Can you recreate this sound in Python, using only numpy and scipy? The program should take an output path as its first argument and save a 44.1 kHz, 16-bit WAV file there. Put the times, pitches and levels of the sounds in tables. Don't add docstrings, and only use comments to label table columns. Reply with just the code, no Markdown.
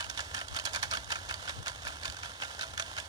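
import sys
import numpy as np
from scipy import signal
from scipy.fft import rfft, irfft, next_fast_len
from scipy.io import wavfile
from scipy.ndimage import uniform_filter1d

SR = 44100
rng = np.random.default_rng(int(sys.argv[2]) if len(sys.argv) > 2 else 0)


def persist_wave(psi):
    counts = np.round(np.clip(psi, -1, 1) * 32767).astype(np.int16)
    wavfile.write(sys.argv[1], SR, np.atleast_2d(counts).T)


N = 135828
TURN_S = .186

# frequency in Hz, relative level in dB.
STEEL_SPECTRUM = [(100, -26.5), (440, -23), (560, -11.5), (1120, -12.5), (1350, 3.5), (1750, -2.5),
                  (2100, -2.5), (2650, -2.5), (3400, 1.5), (4000, -3), (4400, -0.5), (7000, -4),
                  (8100, -11.5), (8800, -7.5), (10500, -14.5), (12000, -26), (13000, -21.5), (16000, -29)]


def steel_impact(db, bright_db, part_hz):
    # frequency in Hz, relative level in dB, T60 in seconds.
    box_modes = [(655.5, -13, 0.22), (847, -16, 0.094), (972, -13.5, 0.21), (1590, -15, 0.13),
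                 (3610, -9.5, 0.038)]
    t = np.arange(SR // 5) / SR
    grid_hz = np.arange(0, SR / 2, 300)
    ripple_db = 3 * np.clip(rng.standard_normal(len(grid_hz)), -2, 1.5)
    ripple = undb(np.interp(np.fft.rfftfreq(len(t), 1 / SR), grid_hz, ripple_db))
    crack, tail = unit(irfft(rfft(rng.standard_normal((2, 2, len(t)))) * ripple))
    low, below_treble = lowpass(crack, hz=2100), lowpass(crack, hz=3600)
    age = t * np.exp(-.035 * (db + 25))
    body = low * decay(age, t60=.052) + (below_treble - low) * decay(age, t60=.029)
    snap = undb(-1.5) * decay(t, t60=.0014)
    treble = (crack - below_treble) * (decay(age, t60=.02) + snap)
    tilt = undb(bright_db / 2)
    part = undb(-9.5) * damped_mode(t, part_hz, t60=.041)
    box = undb(-17.5) * tail * decay(t, t60=.21)
    for hz, mode_db, t60 in box_modes:
        gain = undb(mode_db - 11.5 + 3 * rng.standard_normal())
        detuned_hz = hz * (1 + .018 * rng.standard_normal())
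        box += gain * damped_mode(t, detuned_hz, t60)
    attack = 1 - np.exp(-t / .00031)
    return undb(db) * attack * (body / tilt + treble * tilt + part + box)


def gear_knocks():
    # start in seconds, level in dB, treble tilt in dB,
    # ring frequency of the struck part in Hz.
    knocks = [(0.0068, -24, 1, 2980), (0.0428, -28, -3, 2790), (0.0983, -25.5, 5.5, 5850),
              (0.1747, -26, -1, 3710), (0.1916, -24.5, -6, 2780), (0.2045, -25.5, 2, 6920),
              (0.3457, -21.5, 1.5, 1790), (0.3665, -31.5, 3, 3210), (0.3789, -30, 2, 1810),
              (0.4129, -27.5, -8, 2930), (0.4835, -33.5, 14, 3280), (0.546, -28.5, 4, 1280),
              (0.5602, -28, -4, 3280), (0.5647, -22, 2.5, 1414), (0.653, -19.5, 14, 6680),
              (0.6726, -27, -9, 4080), (0.7334, -27, 7, 5220), (0.74, -29, 6, 905), (0.7476, -23, -1, 2350),
              (0.7596, -21, 0.5, 1504), (0.7645, -30.5, 1, 900), (0.8284, -19, 4, 5980),
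              (0.8349, -22, -1, 850), (0.9118, -24.5, 6, 5700), (0.9171, -28.5, -1, 940),
              (0.9243, -28.5, -10, 1350), (0.9363, -22, -2.5, 1250), (0.9511, -28, 6, 1500),
              (0.9707, -25, -4, 3340), (1.0444, -38.5, 19, 3640), (1.1039, -24, -1, 3670),
              (1.1188, -21, -6, 684), (1.1231, -25.5, 7, 935), (1.1566, -26.5, -6.5, 2480),
              (1.2895, -32, 7, 3300), (1.2949, -30, -11, 626), (1.3091, -25.5, -3, 1100),
              (1.4771, -29.5, -8, 1460), (1.4942, -24, -5, 3810), (1.6612, -31, 0, 1680),
              (1.668, -26.5, -5, 640), (1.6805, -23.5, 4, 1080), (1.8503, -32, -1, 1420),
              (1.868, -29.5, -13, 1660), (1.876, -35, 25, 1740), (1.9213, -39.5, -16, 1490),
              (2.033, -29.5, -1, 4360), (2.0537, -22.5, 1, 1070), (2.064, -48, 0, 650),
              (2.1673, -32.5, 3, 1525), (2.2477, -33.5, 4, 1550), (2.4211, -27.5, -13, 850),
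              (2.4344, -27.5, -3, 2150), (2.5931, -28.5, 4, 1528), (2.6109, -26, 0, 3900),
              (2.623, -32, 12, 3200), (2.7968, -21, -4, 6040), (2.977, -29.5, -6, 1450),
              (2.984, -25.5, -3.5, 1656), (2.9998, -29, 6, 3480)]
    out = np.zeros((2, N))
    for start, db, bright_db, part_hz in knocks:
        graze_lead_s = .004 * (.5 + rng.random())
        add(out, start - graze_lead_s, steel_impact(db - 13, bright_db, part_hz))
        add(out, start, steel_impact(db, bright_db, part_hz))
    return colour(out, STEEL_SPECTRUM)


def steel_pings():
    # start in seconds, level in dB, ring frequency in Hz, T60 in seconds.
    strikes = [(0.5881, -32.5, 4530, 0.013), (0.598, -32, 3110, 0.018), (0.6621, -29.5, 3320, 0.039),
               (1.3414, -31, 4540, 0.0084), (2.0793, -34.5, 3590, .028), (2.0994, -34.5, 4560, 0.026),
               (2.1225, -40, 3550, 0.018), (2.4522, -40, 3640, 0.035), (2.6373, -38.5, 3530, 0.038),
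               (2.7774, -30, 3500, 0.011), (2.824, -33, 3550, 0.023)]
    out = np.zeros((2, N))
    t = np.arange(SR // 10) / SR
    for start, db, hz, t60 in strikes:
        click = undb(5) * decay(t, t60=.013) * rng.standard_normal((2, len(t)))
        ring = decay(t, t60) * np.sin(2 * np.pi * hz * t)
        add(out, start, undb(db) * (click + ring))
        add(out, start, steel_impact(db + 1.5, bright_db=0, part_hz=hz))
    return colour(out, STEEL_SPECTRUM)


def shaft_rattle():
    first_turn_s, spread_s = .008, .013
    out = np.zeros((2, N))
    for turn in np.arange(first_turn_s, N / SR, TURN_S):
        for timing, softness, pitch in rng.standard_normal((5, 3)):
            hit = steel_impact(db=-34 - 2 * softness, bright_db=0, part_hz=2536 * 2 ** (pitch / 2))
            add(out, turn + spread_s * timing, hit)
    return colour(out, STEEL_SPECTRUM)


def clod_spray():
    # frequency in Hz, relative level in dB.
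    spray_spectrum = [(100, -15), (450, -8), (620, -0.5), (1120, -4.5), (1350, 7.5), (1750, -1), (1950, 1),
                      (2480, -7.5), (2700, 0), (3500, 3), (4100, -1.5), (6500, -3.5), (7400, -6.5),
                      (8050, -11.5), (8800, -5.5), (10500, -14), (12000, -25), (13000, -19.5),
                      (16000, -24.5)]
    clods_per_s, scatter_db = 140, 3.5
    hiss = undb(-45.5 - 1.37 * drift(rate_hz=22.35)) * rng.standard_normal((2, N))
    landings = rng.random(N) < clods_per_s / SR
    hits = landings * undb(scatter_db * np.clip(rng.standard_normal(N), -2, 2))
    power_kept = decay(1 / SR, t60=.013) ** 2
    power = signal.lfilter([1], [1, -power_kept], hits ** 2)
    patter = unit(np.sqrt(power) * rng.standard_normal((2, N)))
    return colour(hiss + undb(-48.5) * patter, spray_spectrum)


def diesel_exhaust(t):
    # frequency as a multiple of the firing rate, level in dB.
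    exhaust_lines = [(2 / 3, -65), (0.98, -55.5), (3.09, -68.5)]
    firing_hz, throb_peak_s = 90.2, .65
    wavering_hz = firing_hz * (1 + .02106 * drift(rate_hz=8))
    phase = 2 * np.pi * np.cumsum(wavering_hz) / SR
    throb_db = 7 * np.cos(2 * np.pi * (t - throb_peak_s) / (TURN_S / 2))
    out = np.zeros(N)
    for multiple, db in exhaust_lines:
        flutter_db = 1.5 * drift(rate_hz=24.3)
        out += undb(db) * unit(np.sin(multiple * phase) * undb(throb_db + flutter_db))
    return out


def trailer_rumble():
    # frequency in Hz, relative level in dB.
    rumble_spectrum = [(20, -41), (35, -16), (48, 1.5), (65, 6), (95, 4), (125, -3.5), (200, -19),
                       (400, -26), (700, -23), (2000, -50.5)]
    level_db = -54.5 + 1.5 * drift(rate_hz=6.13)
    return undb(level_db) * colour(rng.standard_normal((2, N)), rumble_spectrum)


def wind_gusts(t):
    # peak time in seconds, standard deviation in seconds, level in dB.
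    gusts = [(0.08, 0.031, -56), (0.523, 0.02, -51), (0.948, 0.27, -55), (1.588, 0.031, -45.5),
             (1.872, 0.022, -52), (2.096, 0.014, -48.5), (2.75, 0.029, -55)]
    # frequency in Hz, relative level in dB.
    wind_spectrum = [(35, -11.5), (52, 9.5), (85, 8.5), (130, 1), (250, -10.5), (500, -12), (1500, -50)]
    envelope = sum(undb(db) * np.exp(-.5 * ((t - peak) / width) ** 2) for peak, width, db in gusts)
    port_gains = undb([[5.5], [0]])
    return envelope * colour(rng.standard_normal((2, N)), wind_spectrum) * port_gains


def microphone_ports(pair):
    # frequency in Hz, gain in dB.
    shadow = [(70, -2), (160, 6), (380, 4.5), (650, 0.5), (1120, 6.5), (1350, -3), (1750, 1.5), (2000, 0.5),
              (2230, -24.5), (2430, -8.5), (2620, 7), (3000, -32), (3400, -15.5), (3750, -32),
              (4100, -16.5), (5600, -15), (6150, -29), (7200, -6.5), (8200, -41), (8900, -11), (10300, -32),
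              (13500, -11.5)]
    # frequency in Hz, phase lag in radians.
    phase_lag = [(100, -0.1), (430, 1.2), (560, 0.32), (950, 1.14), (1300, 2.5), (1750, 1.5), (1960, 3.5),
                 (3000, 3.5), (4400, 5.5), (5000, 4.5), (7000, 8.5)]
    # frequency in Hz, correlation from 0 to 1.
    coherence = [(150, 0.89), (500, 0.92), (2480, 1), (3000, 0.98), (11000, 0.43)]
    size = 2 * next_fast_len(N // 2 + SR // 10)
    direct, scattered = rfft(pair, size)
    alike = on_bins(coherence, size)
    left = alike * direct + np.sqrt(1 - alike ** 2) * scattered
    left *= undb(on_bins(shadow, size)) * np.exp(-1j * on_bins(phase_lag, size))
    return irfft(np.array([left, direct]), size)[:, :N]


def damped_mode(t, hz, t60):
    return decay(t, t60) * np.sin(2 * np.pi * (hz * t + rng.random((2, 1))))


def decay(t, t60):
    return np.exp(-np.log(1000) * t / t60)


def drift(rate_hz):
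    hold = int(SR / rate_hz)
    steps = np.repeat(rng.standard_normal(N // hold + 1), hold)
    return unit(uniform_filter1d(uniform_filter1d(steps, hold), hold)[:N])


def colour(x, spectrum):
    size = 4096
    cepstrum = irfft(np.log(undb(on_bins(spectrum, size))))
    cepstrum[1:size // 2] *= 2
    cepstrum[size // 2 + 1:] = 0
    response = irfft(np.exp(rfft(cepstrum)))
    return signal.fftconvolve(x, response[None] / np.linalg.norm(response), axes=1)[:, :N]


def on_bins(points, size):
    hz, value = np.array(points, float).T
    bin_hz = np.arange(size // 2 + 1) * SR / size
    return np.interp(np.log(bin_hz + 1), np.log(hz), value)


def lowpass(x, hz):
    return signal.sosfiltfilt(signal.butter(3, hz, fs=SR, output="sos"), x)


def add(out, start_s, sound):
    i = max(int(start_s * SR), 0)
    out[:, i:i + sound.shape[1]] += sound[:, :max(N - i, 0)]


def undb(db):
    return 10 ** (np.asarray(db) / 20)


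def unit(x):
    return x / np.sqrt(np.mean(x ** 2))


def scene():
    t = np.arange(N) / SR
    engine_fade_db_per_s = 2
    clatter = gear_knocks() + steel_pings() + shaft_rattle()
    spreader = microphone_ports(clatter + clod_spray() + trailer_rumble())
    engine = undb(-engine_fade_db_per_s * t) * diesel_exhaust(t)
    return spreader + engine + wind_gusts(t)


def record(dry):
    ceiling, top_hz = .24, 16100
    rounded = ceiling * np.tanh(dry / ceiling)
    return signal.sosfilt(signal.ellip(10, .2, 70, top_hz, fs=SR, output="sos"), rounded)


dry = scene()
out = record(dry)
persist_wave(out)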